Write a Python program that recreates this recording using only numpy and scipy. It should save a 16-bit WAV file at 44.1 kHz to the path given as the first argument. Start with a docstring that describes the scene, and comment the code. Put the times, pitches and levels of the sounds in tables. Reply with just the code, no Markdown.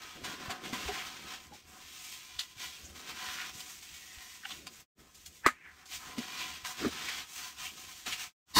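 """A close, damp crunch with snaps and soft thuds: a rubber-gloved hand digs, squeezes and crumbles powder.
Avalanches of tiny fractures make the crunch, clumps crack, lumps land, and the glove sticks and slips.
The tray beneath resonates faintly in a small, dry room. Past midway a dollop of liquid slaps down,
rings pockets of air and fizzes into the powder. The sound fades out briefly twice,
and a loud gush starts at the very end."""
import sys
import numpy as np
from scipy import signal
from scipy.fft import rfft, irfft, next_fast_len
from scipy.io import wavfile

SR = 44100
rng = np.random.default_rng(int(sys.argv[2]) if len(sys.argv) > 2 else 0)


def pcm_store(signal):
    """Save signal as 16-bit PCM."""
    levels = np.round(np.clip(np.atleast_2d(signal), -1, 1) * 32767)
    wavfile.write(sys.argv[1], SR, levels.astype(np.int16).T)


N = 378819
TIME = np.arange(N) / SR
FFT_SIZE = next_fast_len(N + SR // 2)
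FREQ = np.maximum(np.arange(FFT_SIZE // 2 + 1) * SR / FFT_SIZE, 1)


def crunch(grit_gain, crumbs_gain, dust_gain):
    """Acoustic emission: fractures come in avalanches; crumbs sound low, grit in the middle, dust high."""
    # spectrum of the fracturing powder: frequency_hz, gain_db
    spectrum = [(400, -15), (600, -14), (900, -4), (1500, -0.5), (2400, 1.5), (3300, 2), (4600, -2.5),
                (7000, -11.5), (8300, -13), (10000, -23.5), (12500, -19), (15500, -19)]
    grip_db = 1.22 * walk(rate_hz=20)
    avalanche = undb(grip_db + walk(rate_hz=41) + 1.12 * walk(rate_hz=260))
    fine_grains = clicks(per_second=9000, spread_db=2.5) * avalanche
    large_granules = undb(-12) * clicks(per_second=70, spread_db=0.1)
    grains = tray(through(fine_grains + large_granules, colour(spectrum)))
    grains = room(grains, wet_db=-1.5, t60_s=0.21)
    crumbs = unit(band(grains, 450, 1885, order=5)) * crumbs_gain
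    grit = unit(band(grains, 1885, 6590, order=5)) * grit_gain
    dust = unit(band(grains, 6140, 16600, order=5)) * dust_gain
    return crumbs + grit + dust


def handwork():
    """Incoherent sources add in power: the hand's strokes sum to five gains, from grit to rumble."""
    # fingers ploughing the bed, coarse and heavy:
    # start_s, hold_s, grit_db, attack_s, release_s, crumbs_re_grit_db, churn_re_grit_db
    digs = [(0.0, 0.042, -51, 0.026, 0.31, -2, -12.5), (0.253, 0.083, -49, 0.015, 0.05, 1, -3.5),
            (0.426, 0.097, -49.5, .04, 0.095, 2.5, -1.5), (0.658, 0.043, -49, 0.044, 0.055, -1, 0.5),
            (0.747, .13, -44.5, 0.025, 0.064, -2.5, -5), (0.941, 0.059, -45, 0.024, 0.13, -1, -11.5),
            (1.083, 0.16, -53, .05, .06, -4, -9.5), (1.32, 0.019, -45.5, 0.058, 0.046, -2.5, -16),
            (1.521, 0.011, -65, 0.016, .02, 2, 10.5), (3.103, .015, -47.5, 0.06, 0.035, -2, -12),
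            (3.192, 0.3, -46, 0.048, 0.022, -4, -15.5), (6.095, 0.057, -52.5, 0.066, .05, -1, -5.5),
            (6.226, 0.13, -46, 0.05, 0.034, -5, -15), (6.407, 0.039, -41, 0.037, 0.12, -6.5, -16.5),
            (6.664, 0.038, -48.5, 0.019, 0.066, -1, -16.5), (6.794, 0.23, -45, 0.029, 0.041, -1.5, -11),
            (7.062, .14, -43, 0.028, 0.043, -5, -16.5), (8.067, 0.01, -44.5, 0.0042, 0.019, 3.5, -9.5)]
    # a handful kneaded above the bed, fine and light:
    # start_s, hold_s, grit_db, attack_s, release_s, crumbs_re_grit_db, dust_re_grit_db
    squeezes = [(1.423, 0.038, -61, 0.038, 0.041, -1, 0), (1.546, 0.018, -54, 0.017, 0.065, -8.5, -4.5),
                (1.698, 0.085, -62.5, 0.03, 0.15, 1.5, 2.5), (1.825, .53, -56, .04, 0.087, -8, -7),
                (2.058, .06, -54.5, 0.19, 0.19, -12, 2), (2.436, 0.1, -59.5, .03, 0.015, -11, -3.5),
                (2.628, .02, -44, 0.048, 0.11, -9.5, -4.5), (2.834, 0.061, -61.5, 0.11, 0.15, -2.5, 2.5),
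                (2.967, .015, -50.5, 0.021, 0.12, -5, -4), (3.25, 0.24, -59, .1, .05, -6, 1.5),
                (3.555, 0.21, -54, .03, 0.048, -6.5, 2), (3.844, .47, -55, 0.046, 0.2, -8.5, -0.5),
                (4.506, 0.034, -51, 0.034, 0.098, -8, -2.5), (4.744, 0.057, -61.5, 0.044, 0.03, -3.5, 2.5),
                (4.987, 0.024, -69, .03, 0.081, 2, 3), (5.192, 0.22, -64.5, 0.1, .06, -16, 3),
                (5.79, .02, -64.5, 0.087, 0.044, -8, -3), (5.939, 0.024, -46.5, 0.039, 0.029, -11.5, -1),
                (6.02, 0.11, -64, 0.04, 0.094, 7, 5.5), (6.67, .035, -50.5, 0.02, 0.051, -3, 3),
                (7.347, 0.018, -51, 0.074, 0.043, -5, 3), (7.395, 0.052, -46.5, 0.029, 0.079, -3.5, -1.5),
                (7.598, 0.034, -46.5, 0.027, 0.018, -4.5, -3.5),
                (7.656, .005, -45, 0.023, 0.035, -8.5, 0.5), (7.816, 0.11, -53, 0.12, 0.28, -7, 0),
                (8.07, 0.057, -40, 0.013, 0.034, -8.5, -5.5),
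                (8.213, 0.022, -45.5, 0.028, 0.041, -5.5, -2.5), (8.486, 0.037, -67.5, .03, .02, 1, 2)]
    # loose powder sliding back onto the heap: start_s, hold_s, churn_db, attack_s, release_s
    slides = [(.19, 0.097, -53.5, 0.037, 0.046), (1.2, .06, -60, .05, 0.22), (1.69, 0.11, -65.5, 0.039, .1),
              (2.83, 0.3, -61, 0.045, .12), (3.55, 0.023, -62, 0.022, 0.14),
              (4.54, 0.095, -60.5, 0.046, 0.14), (5, 0.025, -60.5, 0.057, 0.034),
              (5.327, 0.022, -71.5, .03, 0.054), (6.184, .01, -43.5, 0.011, 0.022),
              (6.827, 0.057, -40, 0.025, 0.0075), (7.73, 0.069, -65.5, 0.025, 0.12)]
    dig_dust_db, dig_rumble_db = -6.5, -25.5  # relative to the grit
    squeeze_churn_db, squeeze_rumble_db = -20.5, -20  # relative to the grit
    settling_db = [-73.5, -71.5, -75.5, -73, -68.5]  # grit, crumbs, dust, churn, rumble at rest
    power = np.outer(undb(settling_db) ** 2, np.ones(N))
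    for *shape, crumbs_db, churn_db in digs:
        balance = undb([0, crumbs_db, dig_dust_db, churn_db, dig_rumble_db])
        power += np.outer(balance ** 2, stroke(*shape))
    for *shape, crumbs_db, dust_db in squeezes:
        balance = undb([0, crumbs_db, dust_db, squeeze_churn_db, squeeze_rumble_db])
        power += np.outer(balance ** 2, stroke(*shape))
    grit, crumbs, dust, churn, rumble = power
    slide_churn = sum(stroke(*row) for row in slides)
    slide_rumble = slide_churn * undb(-11.5) ** 2
    return np.sqrt([grit, crumbs, dust, churn + slide_churn, rumble + slide_rumble])


def stroke(start_s, hold_s, level_db, attack_s, release_s):
    """Power envelope of one movement: a Gaussian rise, a hold, then exponential relaxation."""
    early = np.maximum(start_s - TIME, 0)
    late = np.maximum(TIME - start_s - hold_s, 0)
    falloff = np.minimum((early / attack_s) ** 2 + late / release_s, 20)
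    return (undb(level_db) * np.exp(-falloff)) ** 2


def snaps():
    """Brittle fracture: a clump starts to give, breaks with one crack, then sheds a dying spray."""
    # breaking clumps: time_s, level_db, centre_hz, crumble_s, crumbs_re_crack_db
    clumps = [(0.246, -41.5, 2310, 0.0098, 11.5), (0.506, -43.5, 1490, 0.0099, 16.5),
              (0.653, -47.5, 2040, 0.013, 13), (.733, -35.5, 1490, 0.011, 6), (0.883, -42, 1530, 0.013, 13),
              (2.394, -32, 3680, 0.02, 4.5), (3.606, -41, 4200, 0.004, 4.5),
              (4.186, -45.5, 2500, 0.0075, -2), (4.453, -42.5, 1460, .003, -2),
              (4.497, -51, 1200, .005, -1), (4.510, -47.5, 1700, 0.01, 10.5),
              (4.670, -37, 2930, 0.0049, -1), (5.149, -57.5, 6000, 0.016, 12), (5.262, -48, 7000, 0.01, 11),
              (5.652, -60, 2020, .02, -6), (5.858, -53, 6000, 0.028, 10), (6.184, -36.5, 2760, 0.0074, 3),
              (6.650, -33, 1870, 0.0033, -2.5), (7.089, -37.5, 2230, 0.011, 10),
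              (8.065, -38, 3060, 0.016, 7), (8.126, -35.5, 2900, 0.011, 6.5)]
    # spectrum of a crack: frequency_hz, gain_db
    spectrum = [(300, -14.5), (900, -5.5), (2500, -3), (7500, -3), (10000, -9.5), (15500, -4)]
    out, spray = np.zeros(N + SR), clicks(per_second=6000, spread_db=2)
    count, lead = SR // 4, SR // 50
    t = (np.arange(count) - lead) / SR
    for time_s, level_db, centre_hz, crumble_s, crumbs_db in clumps:
        start = int(time_s * SR) - lead
        span = slice(start, start + count)
        force = spray[span] * np.exp(np.minimum(t / 0.0046, -t / crumble_s))
        force *= undb(crumbs_db) / np.linalg.norm(force)
        force[lead] += 1  # the crack itself
        sound = band(force, centre_hz / 2, centre_hz * 1.6, order=1)
        # the level is the crack's energy spread over 4.4 ms; the crumbs add their own
        gain = undb(level_db) * np.sqrt(0.0044 * SR) * np.hypot(1, undb(crumbs_db))
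        out[span] += gain * sound / np.linalg.norm(sound)
    return tray(through(out[:N], colour(spectrum)))


def dollop():
    """Impact and bubble resonance: liquid slaps, spatters, rings trapped air and fizzes as it soaks in."""
    # the liquid striking and slopping back: start_s, peak_db, pitch_hz, swell_s
    slops = [(5.4624, -12.5, 1164, 0.0012), (5.4645, -18, 345, 0.0014), (5.466, -27.5, 590, .0015),
             (5.4865, -22.5, 1185, 0.0013)]
    # spectrum of the spatter: frequency_hz, gain_db
    spectrum = [(20, -65), (60, -45), (150, -21), (320, -15), (650, -11), (900, -2.5), (1230, -4),
                (1900, 5.5), (3000, -9.5), (4500, -8.5), (5200, -15), (7300, -9), (9000, -17.5),
                (15500, -24.5)]
    # air pockets under the liquid: pitch_hz, relative_db, t60_s
    pockets = [(248, -2, .11), (1042, 0, .09), (1140, -5, .08), (1247, 3.5, .13), (1370, -2, .11),
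               (1513, 1, .11), (1700, -4, .09), (1774, 0, .11), (1981, 0, .12), (2098, -4, .11)]
    # bubbling before the strike and during the soak: time_s, level_db, pitch_hz
    bubbling = [(5.41, -84, 1696), (5.435, -57, 1652), (5.452, -33.5, 1726), (5.465, -28.5, 1881),
                (5.5, -43.5, 1800), (5.525, -62, 2100), (5.635, -59.5, 2095), (5.66, -51, 1913),
                (5.75, -62.5, 1630), (5.87, -61.5, 1496)]
    age = np.maximum(TIME - slops[0][0], 0)
    splash = undb(-32 - 60 * age / 0.035)
    droplets = undb(-22.5 - 60 * age / 0.12)
    patter = unit(through(clicks(per_second=9000, spread_db=1), colour(spectrum)))
    spatter = patter * (splash + droplets) * (age > 0)
    ring = sum(undb(db - 60 * age / t60_s) * np.sin(2 * np.pi * hz * age) for hz, db, t60_s in pockets)
    fizz_db, pitch_hz = curves(bubbling)
    # bubbles of scattered sizes sound around one drifting pitch
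    scatter = band(rng.standard_normal(N), 14, 440, order=2)
    bubbles = unit(scatter * np.cos(2 * np.pi * np.cumsum(pitch_hz) / SR))
    fizz = bubbles * undb(fizz_db) * (TIME > bubbling[0][0]) * (TIME < bubbling[-1][0])
    return blows(slops) + spatter + undb(-29) * ring + fizz


def gush():
    """Dense impulses excite broad resonances: a bright spray first, its hollow body just after."""
    # onset of the gush: time_s, spray_db, body_db
    onset = [(8.53, -70, -74), (8.548, -36.5, -46), (8.559, -26, -39), (8.565, -23.5, -23),
             (8.59, -20, -22.5)]
    # its resonances: centre_hz, width_hz, gain_db
    modes = [(78, 22, -3.5), (179, 180, -9), (312, 60, 2), (735, 45, -5), (1030, 120, 7), (1760, 540, -5),
             (2880, 250, -3.5), (3750, 270, 2.5), (4400, 220, 5), (6560, 600, -36), (12000, 7000, -42)]
    spray_db, body_db = curves(onset)
    rush = through(clicks(per_second=15000, spread_db=2), resonances(modes))
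    spray = unit(band(rush, 2100, 16300, order=3)) * undb(spray_db)
    body = unit(band(rush, 30, 2500, order=3)) * undb(body_db)
    return (spray + body) * (TIME > onset[0][0])


def thuds():
    """Inelastic impact: lumps land and fingers bump the bed."""
    # blows on the powder: start_s, peak_db, pitch_hz, swell_s
    impacts = [(.227, -46.5, 93, 0.0029), (.482, -40, 88, 0.0041), (.496, -36, 723, 0.0062),
               (.729, -30, 251, 0.0023), (.735, -36, 1030, 0.0057), (.854, -40, 67, 0.012),
               (.886, -35, 416, 0.0075), (.888, -34, 762, 0.0062), (1.52, -48, 804, .008),
               (2.36, -54, 71, 0.0081), (2.564, -54, 99, .006), (2.835, -49, 76, 0.0079),
               (2.9, -50, 75, 0.011), (3.548, -47.5, 131, 0.0034), (4.172, -49, 61, 0.0055),
               (4.452, -45.5, 747, .004), (6.181, -31, 253, .0055), (6.631, -52, 77, .0055),
               (6.837, -29.5, 313, 0.0079), (6.847, -28, 400, 0.0051), (6.85, -46, 81, 0.016),
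               (6.861, -25.5, 249, 0.0051)]
    return blows(impacts)


def blows(impacts):
    """Damped oscillation: each soft blow is a few uneven cycles that swell and die in the powder."""
    out, t = np.zeros(N + SR), TIME[:SR // 5]
    wobble = np.pad(walk(rate_hz=140), (0, SR))
    for start_s, peak_db, pitch_hz, swell_s in impacts:
        start, age = int(start_s * SR), t / swell_s
        span = slice(start, start + len(t))
        phase = 2 * np.pi * pitch_hz * np.cumsum(1 + 0.05 * wobble[span]) / SR
        envelope = (age * np.exp(1 - age)) ** 0.7
        out[span] += undb(peak_db) * envelope * np.sin(phase)
    return out[:N]


def rubs():
    """Stick-slip friction: rubber drags on the grains, each stretch of glove ringing at its own pitch."""
    # creaks of the glove: peak_s, swell_s, level_db, pitch_hz, width_hz
    creaks = [(.985, .08, -47, 2500, 900), (2.394, 0.0028, -29, 3790, 1090),
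              (2.406, 0.0075, -39, 3700, 1075), (2.86, .02, -53.5, 6500, 1800),
              (3.27, 0.097, -47.5, 1560, 700), (3.41, 0.045, -43.5, 2000, 1300),
              (4.17, 0.21, -58, 1930, 220), (4.44, .012, -47.5, 1650, 450), (4.456, .0027, -34, 1710, 497),
              (4.454, 0.0071, -41, 2840, 500), (4.512, 0.015, -43.5, 3400, 800),
              (6.415, 0.028, -40.5, 2680, 1400), (6.85, .018, -38.5, 1430, 600),
              (7.10, 0.036, -41, 2070, 900), (7.665, 0.042, -44, 2710, 700), (8.132, 0.014, -35, 2750, 900)]
    out, slips = np.zeros(N), clicks(per_second=6200, spread_db=4)
    for peak_s, swell_s, level_db, pitch_hz, width_hz in creaks:
        start = max(int(peak_s * SR) - SR // 2, 0)
        span = slice(start, start + SR)
        ring = unit(band(slips[span], pitch_hz - width_hz / 2, pitch_hz + width_hz / 2, order=2))
        envelope = np.exp(-((TIME[span] - peak_s) / swell_s) ** 2)
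        out[span] += undb(level_db) * envelope * ring
    return out


def heap(churn_gain, rumble_gain):
    """Granular flow: powder shifts in dull jerks under the palm and shakes the tray."""
    # spectra of the shifting heap and the shaken tray: frequency_hz, gain_db
    churn_spectrum = [(60, -15), (130, -4.5), (220, 2), (360, 0), (500, -6.5), (700, -9.5), (1200, -42)]
    rumble_spectrum = [(12, -21.5), (30, -9.5), (55, -8), (75, 3), (110, -13.5), (160, -7), (300, -35)]
    churn = unit(through(clicks(per_second=900, spread_db=-2.5), colour(churn_spectrum)))
    jerks = clicks(per_second=270, spread_db=-1.5) * undb(2.5 * walk(rate_hz=25))
    rumble = unit(through(jerks, colour(rumble_spectrum)))
    return churn * churn_gain + rumble * rumble_gain


def tray(x):
    """Forced vibration: the tray adds a ring to the direct sound, varying with the hand's contact."""
    # resonances of the tray: centre_hz, width_hz, gain_db
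    modes = [(743.7, 21.5, 12.5), (1024, 47, 5), (1252, 20, 0.5), (1470, 60, -13.5), (1780, 55, -26.5),
             (1940, 45, -15.5), (2310, 140, -23.5)]
    contact = undb(2.75 * walk(rate_hz=9) + 3.5)
    return x + through(x, resonances(modes)) * contact


def room(x, wet_db, t60_s):
    """Reverberation: dense reflections from table and walls, their pattern shifting as the hand moves."""
    decay = undb(-60 * TIME / t60_s) * (TIME > .002)
    place = 2 * np.pi * TIME + 0.87 * walk(rate_hz=5)
    wet = 0
    for share in np.cos(place), np.sin(place):
        tail = band(clicks(per_second=5000, spread_db=3), 1300, 21000, order=2) * decay
        wet = wet + share * through(x, rfft(tail, FFT_SIZE) / np.linalg.norm(tail))
    return (x + undb(wet_db) * wet) / np.hypot(1, undb(wet_db))


def clicks(per_second, spread_db):
    """Shot noise of rms 1: a positive spread makes a few clicks large, a negative one a few small."""
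    size = undb(spread_db * np.minimum(rng.exponential(size=N), 6))
    occurs = rng.random(N) < per_second / SR
    return unit(occurs * size * rng.choice([-1, 1], N))


def walk(rate_hz):
    """Random modulation: interpolated Gaussian values with a spread near 1."""
    points = rng.standard_normal(N // 20)
    return np.interp(TIME * rate_hz, np.arange(len(points)), points) * np.sqrt(3 / 2)


def resonances(modes):
    """Modal superposition: the summed response of second-order resonators."""
    return sum(undb(db) / (1 + 1j * (FREQ / hz - hz / FREQ) * hz / width_hz) for hz, width_hz, db in modes)


def colour(spectrum):
    """Minimum-phase response through (frequency_hz, gain_db) points, by the folded cepstrum."""
    hz, db = np.transpose(spectrum)
    magnitude = undb(np.interp(np.log(FREQ), np.log(hz), db))
    cepstrum = irfft(np.log(magnitude), FFT_SIZE)
    cepstrum[1:FFT_SIZE // 2] *= 2
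    cepstrum[FFT_SIZE // 2 + 1:] = 0
    return np.exp(rfft(cepstrum))


def through(x, response):
    """Convolution, as a product of spectra."""
    return irfft(rfft(x, FFT_SIZE) * response, FFT_SIZE)[:N]


def band(x, lo_hz, hi_hz, order):
    """Maximally flat band-pass filter."""
    edges_hz = [lo_hz, min(hi_hz, SR / 2 - 1000)]
    return signal.sosfilt(signal.butter(order, edges_hz, "band", fs=SR, output="sos"), x)


def curves(table):
    """Linear interpolation of timed rows, one value a sample."""
    time_s, *columns = np.transpose(table)
    return [np.interp(TIME, time_s, column) for column in columns]


def undb(db):
    """Decibels to amplitude ratio."""
    return 10 ** (np.asarray(db) / 20)


def unit(x):
    """Normalisation to rms 1."""
    return x / np.sqrt(np.mean(x ** 2))


def scene():
    """Superposition: all sources add at one microphone, the same in both ears."""
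    grit, crumbs, dust, churn, rumble = handwork()
    mono = crunch(grit, crumbs, dust)
    mono += room(snaps(), wet_db=0, t60_s=0.072)
    mono += room(rubs(), wet_db=-10, t60_s=0.052)
    mono += heap(churn, rumble) + thuds() + dollop() + gush()
    return np.array([mono, mono])


def record(dry):
    """Saturation rounds the peaks; two brief fades to silence and a steep low-pass follow."""
    # fades of the whole sound: fade_start_s, silent_s, return_s, full_s
    pauses = [(4.828, 4.867, 4.945, 5.0), (8.275, 8.34, 8.452, 8.505)]
    overload, cutoff_hz = .6, 15650
    rounded = overload * np.tanh(dry / overload)
    fade = np.prod([np.interp(TIME, pause, [1, 0, 0, 1]) ** 2 for pause in pauses], axis=0)
    low_pass = signal.ellip(10, .2, 70, cutoff_hz, fs=SR, output="sos")
    return signal.sosfilt(low_pass, rounded * fade)


dry = scene()
out = record(dry)
pcm_store(out)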